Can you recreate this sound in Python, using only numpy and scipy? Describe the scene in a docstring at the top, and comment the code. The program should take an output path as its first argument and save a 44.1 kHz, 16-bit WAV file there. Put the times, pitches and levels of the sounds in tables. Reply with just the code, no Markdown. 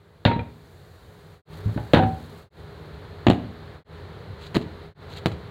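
"""A table in a small, bare room, heard through a small, dull microphone over faint hum and room noise.
A stack of round paint cans is set down at 0.25 s and another near 1.9 s: each lands on its rim, slaps
flat and rocks briefly, thumping the table top and ringing the metal. Near 3.3 s a square tin lands on
one edge, then the other. Two small filled plastic bags rustle and plop down at 4.5 s and 5.3 s.
Along the way the hiss flickers around the second stack, and the level dips briefly four times."""
import sys
import numpy as np
from scipy import signal
from scipy.fft import rfft, irfft
from scipy.io import wavfile

SR = 44100
rng = np.random.default_rng(int(sys.argv[2]) if len(sys.argv) > 2 else 0)


def bounce(signal):
    """Save signal as a 16-bit WAV file at the path given by the first command-line argument."""
    frames = np.transpose(np.atleast_2d(signal))
    limited = np.clip(frames, -1, 1)
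    pcm = np.round(limited * 32767).astype(np.int16)
    wavfile.write(sys.argv[1], SR, pcm)


N = 242682
TIME = np.arange(N) / SR
RING_TIME = TIME[:SR]

# rims landing on the table: (time [s], thump [dB], push length [ms], clank [dB], rim tick [dB],
# slap [dB], first rocking period [ms], clank loss per rock [dB], object)
LANDINGS = [(0.2514, -17.5, 2.8, -4.5, -23.5, -1, 11.7, 7, "first"),
            (1.9346, -3.5, 1.74, -7, -11.5, -2.5, 12.1, 3, "second"),
            (3.2675, -5, 1.6, -4.5, -21, -10.5, 16.2, 5.5, "tin"),
            (3.3004, -3.5, 1.5, -5, -16.5, -24, 10.7, 7, "tin")]


def first_stack():
    """The first stack of paint cans clanks, and its ring is soon choked as it lies flat."""
    # lid and base modes: (frequency [Hz], level [dB], t60 [s])
    modes = [(483, -11.5, 0.63), (568, -10, 0.21), (753, -19, 0.59), (830, -6, 0.27), (944, -19.5, 0.16),
             (948, -15.5, 0.12), (1334, -12.5, .22), (1460, -17, 0.46), (2400, -30.5, .15),
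             (2430, -36.5, 0.18), (3280, -13, 0.092), (3720, -36.5, .07), (4060, -37.5, 0.21)]
    # colour of the dense, short-lived wall modes: (frequency [Hz], gain [dB])
    wall = [(150, -7), (500, 9.5), (1200, -2), (1600, 1), (1950, 1.5), (2450, 1), (2950, -5.5), (3700, 0.5),
            (5000, -8.5), (12000, -5.5)]
    return can(can_contacts("first"), modes, wall, ring_db=-18, rest_s=0.43, crack_db=15.5, lag_ms=2.59,
               rattle_db=-5.5, rattle_t60=0.03, wash_db=-12.5, wash_t60=0.21, table_db=-53)


def second_stack():
    """The cans of the second stack knock on each other, then land harder and rock for longer."""
    # lid and base modes: (frequency [Hz], level [dB], t60 [s])
    modes = [(601, -10, 0.16), (709, -25, 0.31), (760, -17.5, 0.27), (837, -13.5, 0.17), (954, -16.5, 0.26),
             (1230, -26, 0.17), (1378, -26, 0.28), (1502, -23, .18), (1640, -28.5, .14), (1804, -26, .16),
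             (2972, -28.5, .14), (4210, -37, .11)]
    # colour of the wall modes: (frequency [Hz], gain [dB])
    wall = [(150, 9.5), (600, 13), (1100, 1), (1600, 4.5), (2400, -5), (3700, -1.5), (5000, -9),
            (12000, -7)]
    return can(can_contacts("second"), modes, wall, ring_db=-2.5, rest_s=2.0, crack_db=10, lag_ms=0.85,
               rattle_db=-1.0, rattle_t60=0.045, wash_db=-14.5, wash_t60=0.24, table_db=-49.5)


def square_tin():
    """The tin lands on one edge, then the other; its panels flex and ring low."""
    # panel modes: (frequency [Hz], level [dB], t60 [s])
    modes = [(240, -10.5, 0.34), (268.2, -20.5, 0.65), (308, -10, 0.075), (353, -7.5, 0.27),
             (524, -31, 0.087), (600, -15.5, 0.085), (680, -10, 0.044), (712, -12.5, 0.15),
             (791.5, -14.5, 0.22), (980, -22, 0.14)]
    # colour of the wall modes: (frequency [Hz], gain [dB])
    wall = [(150, 5.5), (700, 2), (1300, -3.5), (1900, -6), (2500, -4), (3300, -4), (4200, -6), (5500, -11),
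            (7300, 3.5), (14000, -31)]
    return can(can_contacts("tin"), modes, wall, ring_db=-7, rest_s=3.47, crack_db=13, lag_ms=0.87,
               rattle_db=-3, rattle_t60=0.03, wash_db=-18, wash_t60=0.041, table_db=-61)


def can(contacts, modes, wall, ring_db, rest_s, crack_db, lag_ms,
        rattle_db, rattle_t60, wash_db, wash_t60, table_db):
    """A strike sends a crack through the sheet; it breaks into crowded wall modes; lid and base ring."""
    strikes, clank = np.zeros((2, N))
    crack = amp(crack_db) * bending_wave(lag_ms)
    wall_decay = amp(rattle_db) * fade(rattle_t60) + amp(wash_db) * fade(wash_t60)
    for s, _, _, clank_db, edge_hz in contacts:
        add(strikes, s, amp([clank_db]))
        burst = crack + wall_decay * rng.standard_normal(SR)
        add(clank, s, amp(clank_db) * butter(burst, edge_hz, "low"))
    ringing = amp(ring_db) * convolve(strikes, ring(modes)) * settle(TIME, rest_s)
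    return thumps(contacts, table_db) + colour(clank, wall) + ringing


def can_contacts(name, knock_edge_hz=2000, rim_edge_hz=4760, slap_lag_s=0.0066):
    """One object's contacts: (time [s], thump [dB], push length [ms], clank [dB], clank edge [Hz])."""
    # cans shifting on each other and the tin's panels flexing:
    # (time [s], thump [dB], push length [ms], clank [dB], object)
    knocks = [(0.301, -10, 2.6, -47, "first"), (0.3134, -11, 0.91, -11, "first"),
              (0.3629, -10.5, 4.3, -30, "first"), (0.392, -18.5, 1.1, -21, "first"),
              (1.658, -11, 7.8, -62, "second"), (1.67, -15, 5.7, -52, "second"),
              (1.690, -37, 2.3, -37, "second"), (1.762, -13.5, 3.25, -48, "second"),
              (1.776, -16.5, 5.3, -25, "second"), (1.990, -9, 5.7, -15, "second"),
              (2.025, -14.5, 1.96, -22, "second"), (2.033, -6.5, 3.07, -17.5, "second"),
              (3.2709, -22, 0.42, -3, "tin"), (3.284, 0, 3.73, -18, "tin")]
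    contacts = [(*knock, knock_edge_hz) for *knock, who in knocks if who == name]
    for s, thump_db, push_ms, clank_db, _, slap_db, period_ms, loss_db, who in LANDINGS:
        if who != name:
            continue
        # the flat base follows the rim, with a longer push and less clank
        contacts.append((s + slap_lag_s, slap_db, push_ms * 1.7, clank_db - 13.5, rim_edge_hz))
        for k, touch_s in enumerate(rocks(s, period_ms)):
            rock_db = thump_db - k * loss_db * 0.68  # the thump dies more slowly than the clank
            rock_ms = push_ms * 1.25 ** k  # each rock pushes for longer
            contacts.append((touch_s, rock_db, rock_ms, clank_db - k * loss_db, rim_edge_hz))
    return contacts


def rocks(s, period_ms, count=6, shrink=0.99):
    """Times at which a rocking rim touches down, each gap shorter than the last."""
    gaps_s = period_ms / 1000 * shrink ** np.arange(count)
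    return s + np.cumsum(gaps_s) - gaps_s


def bending_wave(lag_ms, size=2048):
    """A click after crossing thin sheet metal: the treble runs ahead, and lag_ms scales the delay."""
    khz = np.fft.rfftfreq(size, 1 / SR) / 1000
    turns = lag_ms * (2 * np.sqrt(khz) - khz / np.sqrt(khz[-1]))
    chirp = irfft(np.exp(-2j * np.pi * turns))[:size // 2]
    return np.pad(chirp, (0, SR - size // 2))


def settle(t, rest_s, t60=0.025):
    """Gain of a ring that is choked once the can lies flat at rest_s."""
    return np.exp(-np.log(1000) * np.maximum(t - rest_s, 0) / t60)


def thumps(contacts, table_db, board_hz=60):
    """Each contact pushes the table top; a longer push is a duller thump, and the board rings on."""
    # table top modes: (frequency [Hz], level [dB], t60 [s])
    board_modes = [(78.7, -3.5, 0.2), (114.6, -2, 0.25), (133, -12.5, 0.14), (163.2, 0, 0.17),
                   (204, -7, 0.07), (236.75, -1.5, 0.38), (297, 7, 0.068), (330.6, 2, 0.11),
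                   (460, 0.5, 0.032), (632, -10.5, 0.16)]
    force = np.zeros(N)
    for s, thump_db, push_ms, *_ in contacts:
        progress = np.minimum(RING_TIME * 1000 / push_ms, 1)
        add(force, s, amp(thump_db) * np.sin(np.pi * progress) ** 2)
    # air slips round the board, so it radiates little deep bass
    return butter(force, board_hz, "high") + amp(table_db) * convolve(force, ring(board_modes))


def rim_ticks(loss_db=4, scatter_db=3, t60=0.0061, low_edge_hz=4000):
    """The hard rim gives a short, bright tick at each touch."""
    envelope = np.zeros(N)
    for s, _, _, _, tick_db, _, period_ms, _, _ in LANDINGS:
        for k, touch_s in enumerate(rocks(s, period_ms)):
            touch_db = tick_db - k * loss_db + scatter_db * rng.standard_normal()
            add(envelope, touch_s, amp(touch_db) * fade(t60))
    return butter(envelope * rng.standard_normal(N), low_edge_hz, "high")


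def lid_pings():
    """The small can rocks on the lid of the large one and sets single notes ringing."""
    # light rim touches: (time [s], frequency [Hz], level [dB], t60 [s], time until the rim lies flat [s])
    touches = [(.278, 932, -21, .5, .14), (.333, 3980, -39, .13, .05), (.394, 2400, -32, .08, .017),
               (1.778, 840, -32, .22, .1), (1.971, 838, -18.5, .28, .12), (1.971, 936, -21, .2, .08),
               (1.998, 762, -18.5, .42, .18)]
    notes = np.zeros(N)
    for s, hz, db, t60, rest_s in touches:
        add(notes, s, ring([(hz, db, t60)]) * settle(RING_TIME, rest_s))
    return notes


def bags(slump_t60=0.037, grain_db=5, grain_rate=1500, rustle_edge_hz=3500):
    """Thin film rustles as a bag swings in, then crackles as its soft load slumps on the table."""
    # film rustling in the air: (middle [s], length [s], level [dB])
    rustles = [(4.434, 0.073, -36), (4.472, 0.016, -38), (5.124, 0.061, -36), (5.177, 0.03, -30)]
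    # colour of the plastic film: (frequency [Hz], gain [dB])
    film_colour = [(150, 18.5), (900, 7), (1700, 0.5), (2800, -2), (4200, 1.5), (5500, -3), (7000, 4.5),
                   (9000, -3.5), (15000, -7)]
    # colour of the load's dull slump: (frequency [Hz], gain [dB])
    load_colour = [(50, -5), (110, 23.5), (190, 17.5), (320, 15.5), (550, 6), (950, -7.5), (1500, -15),
                   (4000, -17)]
    landing, slump, swing = np.zeros((3, N))
    contacts = bag_contacts()
    for s, thump_db, _, crackle_db, crackle_t60 in contacts:
        add(landing, s, amp(crackle_db) * fade(crackle_t60))
        add(slump, s, amp(thump_db) * fade(slump_t60))
    for s, length_s, db in rustles:
        swing += amp(db) * np.exp(-(2 * (TIME - s) / length_s) ** 2)
    creases = unit(rng.standard_normal(N) * amp(grain_db * walk(grain_rate)))
    film = landing * creases + butter(swing * creases, rustle_edge_hz, "high", order=1)
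    load = amp(-1) * colour(slump * rng.standard_normal(N), load_colour)
    return colour(film, film_colour) + load + thumps(contacts, table_db=-53.5)


def bag_contacts(fold_step_s=0.0056, growth_db=5.5, fold_t60=0.018):
    """Folds and sags: (time [s], thump [dB], push length [ms], crackle [dB], crackle t60 [s])."""
    # bags folding onto the table: (time [s], sinking time [s], last thump [dB], push length [ms],
    # first crackle [dB], last crackle [dB])
    drops = [(4.5448, .0225, -12, 2.7, -20, -14.5), (5.259, .011, -13, 2.4, -9.5, -29.5)]
    # the load then spreads and sags:
    # (delay after the last fold [s], thump relative to that fold [dB], crackle [dB], crackle t60 [s])
    sags = [(.01, -16, -33, .09), (0.046, -24, -35, 0.097)]
    contacts = []
    for s, sink_s, thump_db, push_ms, first_db, last_db in drops:
        steps = max(round(sink_s / fold_step_s), 1)
        for k, crackle_db in enumerate(np.linspace(first_db, last_db, steps + 1)):
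            fold_db = thump_db - (steps - k) * growth_db  # each fold thumps harder
            contacts.append((s + sink_s * k / steps, fold_db, push_ms, crackle_db, fold_t60))
        for delay_s, relative_db, crackle_db, t60 in sags:
            contacts.append((s + sink_s + delay_s, thump_db + relative_db, 2 * push_ms, crackle_db, t60))
    return contacts


def room(direct, build_s=0.0016):
    """Bare walls close by add a diffuse tail in octave bands, the bass staying longest."""
    # reverberation: (frequency [Hz], t60 [s], level [dB])
    reverb = [(100, 0.63, -8), (300, 0.44, -9), (1000, 0.5, -12), (4000, 0.57, -18.5), (12130, 0.25, -10.5)]
    t60_curve, level_curve = np.array(reverb)[:, :2], np.array(reverb)[:, ::2]
    hz = np.maximum(np.fft.rfftfreq(SR, 1 / SR), 1)
    spectrum = np.exp(2j * np.pi * rng.random(len(hz)))
    tail = np.zeros(SR)
    for centre_hz in 62.5 * 2 ** np.arange(9):
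        octaves_away = np.abs(np.log2(hz / centre_hz))
        band = irfft(spectrum * np.maximum(1 - octaves_away, 0), SR)
        envelope = unit(fade(at_hz(centre_hz, t60_curve)) * (1 - np.exp(-RING_TIME / build_s)))
        tail += band * envelope * amp(at_hz(centre_hz, level_curve))
    return direct + convolve(direct, tail)


def room_tone(waver_rad=2.23, waver_rate=12, flutter_db=3):
    """Low room noise and a faint hum that wavers in pitch and level."""
    # colour of the room noise: (frequency [Hz], gain [dB])
    air_colour = [(25, -5.5), (50, 36), (82, 28), (120, 25.5), (155, 22.5), (260, 13.5), (430, 18.5),
                  (620, 13), (1000, 10), (1750, 7), (2700, -2.5), (4200, 2), (6000, 1), (15000, -1)]
    # hum tones: (frequency [Hz], level relative to the room noise [dB])
    hum_tones = [(84, -3), (100, -12), (155, -7), (412, -11.5), (478, -20)]
    # rise and fall of noise and hum together: (time [s], level [dB])
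    levels = [(0, -53), (.7, -48), (1.35, -46), (1.5, -38.5), (2.5, -42.5), (2.9, -40), (5.5, -39)]
    air = unit(colour(rng.standard_normal(N), air_colour))
    hum = np.zeros(N)
    for hz, db in hum_tones:
        gain = amp(db + flutter_db * walk(waver_rate))
        hum += gain * np.sin(2 * np.pi * hz * TIME + waver_rad * walk(waver_rate))
    return amp(np.interp(TIME, *np.transpose(levels))) * (air + hum)


def hiss(low_edge_hz=5600, rise_db=5):
    """A thin treble hiss that rises and flickers for about a second."""
    # course of the hiss: (time [s], level [dB])
    levels = [(0, -56), (.7, -44.5), (2.45, -46.5), (2.9, -50), (4.5, -61)]
    # flickering stretch: (start [s], end [s], depth [dB], changes [1/s])
    flicker = (1.49, 2.445, 3, 300)
    start_s, end_s, depth_db, rate = flicker
    noise = butter(rng.standard_normal(N), low_edge_hz, "high", order=4)
    flicker_db = (rise_db + depth_db * walk(rate)) * (TIME > start_s) * (TIME < end_s)
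    return amp(np.interp(TIME, *np.transpose(levels)) + flicker_db) * noise


def amp(db):
    """Decibels to gain."""
    return 10 ** (np.asarray(db) / 20)


def unit(x):
    """Scale to rms 1."""
    return x / np.sqrt(np.mean(x ** 2))


def at_hz(hz, points):
    """Read (frequency [Hz], value) points on a log-frequency axis."""
    point_hz, value = np.transpose(points)
    return np.interp(np.log(np.maximum(hz, 1)), np.log(point_hz), value)


def convolve(x, response):
    """Pass x through a response, keeping its length."""
    return signal.oaconvolve(x, response)[:len(x)]


def colour(x, points, size=4096):
    """Causal filter through (frequency [Hz], gain [dB]) points, built from its cepstrum."""
    gain = amp(at_hz(np.fft.rfftfreq(size, 1 / SR), points))
    cepstrum = irfft(np.log(gain))
    cepstrum[1:size // 2] *= 2
    cepstrum[size // 2 + 1:] = 0
    return convolve(x, irfft(np.exp(rfft(cepstrum))))


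def butter(x, hz, kind, order=2):
    """Low-pass or high-pass filter."""
    return signal.sosfilt(signal.butter(order, hz, kind, fs=SR, output="sos"), x)


def add(track, s, sound):
    """Mix a sound into a track at time s."""
    start = int(s * SR)
    track[start:start + len(sound)] += sound[:N - start]


def fade(t60):
    """One second of exponential decay."""
    return np.exp(-np.log(1000) * RING_TIME / t60)


def ring(modes):
    """Impulse response of a set of damped modes."""
    return sum(amp(db) * fade(t60) * np.sin(2 * np.pi * hz * RING_TIME) for hz, db, t60 in modes)


def walk(rate):
    """A random curve within +-2 that heads for a new value `rate` times a second."""
    return np.interp(TIME * rate, np.arange(N), np.clip(rng.standard_normal(N), -2, 2))


def scene():
    """The objects land one after another in the room, over room tone and hiss."""
    on_table = first_stack() + second_stack() + square_tin() + rim_ticks() + lid_pings() + bags()
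    return (room(on_table) + room_tone() + hiss())[None]


def record(dry, dip_out_s=0.084, dip_in_s=0.088, dip_curve=1.2, top_hz=15800):
    """One small microphone that falls away above the mid treble; the level dips briefly four times."""
    # microphone response: (frequency [Hz], gain [dB])
    microphone = [(20, -16.5), (50, -13.5), (90, 0), (4200, 0.5), (4700, -8), (5300, -18.5), (6000, -20),
                  (7000, -18.5), (8500, -21.5), (15000, -22.5)]
    # brief dips to silence: (middle [s], silent length [s])
    dips = [(1.436, 0.031), (2.498, 0.008), (3.841, 0.008), (4.943, 0.0021)]
    sound = colour(dry[0], microphone)
    for s, silent_s in dips:
        falling = (s - silent_s / 2 - TIME) / dip_out_s
        rising = (TIME - s - silent_s / 2) / dip_in_s
        sound *= np.clip(np.maximum(falling, rising), 0, 1) ** dip_curve
    low_pass = signal.ellip(10, .2, 80, top_hz, fs=SR, output="sos")
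    return signal.sosfilt(low_pass, sound)[None]


dry = scene()
out = record(dry)
bounce(out)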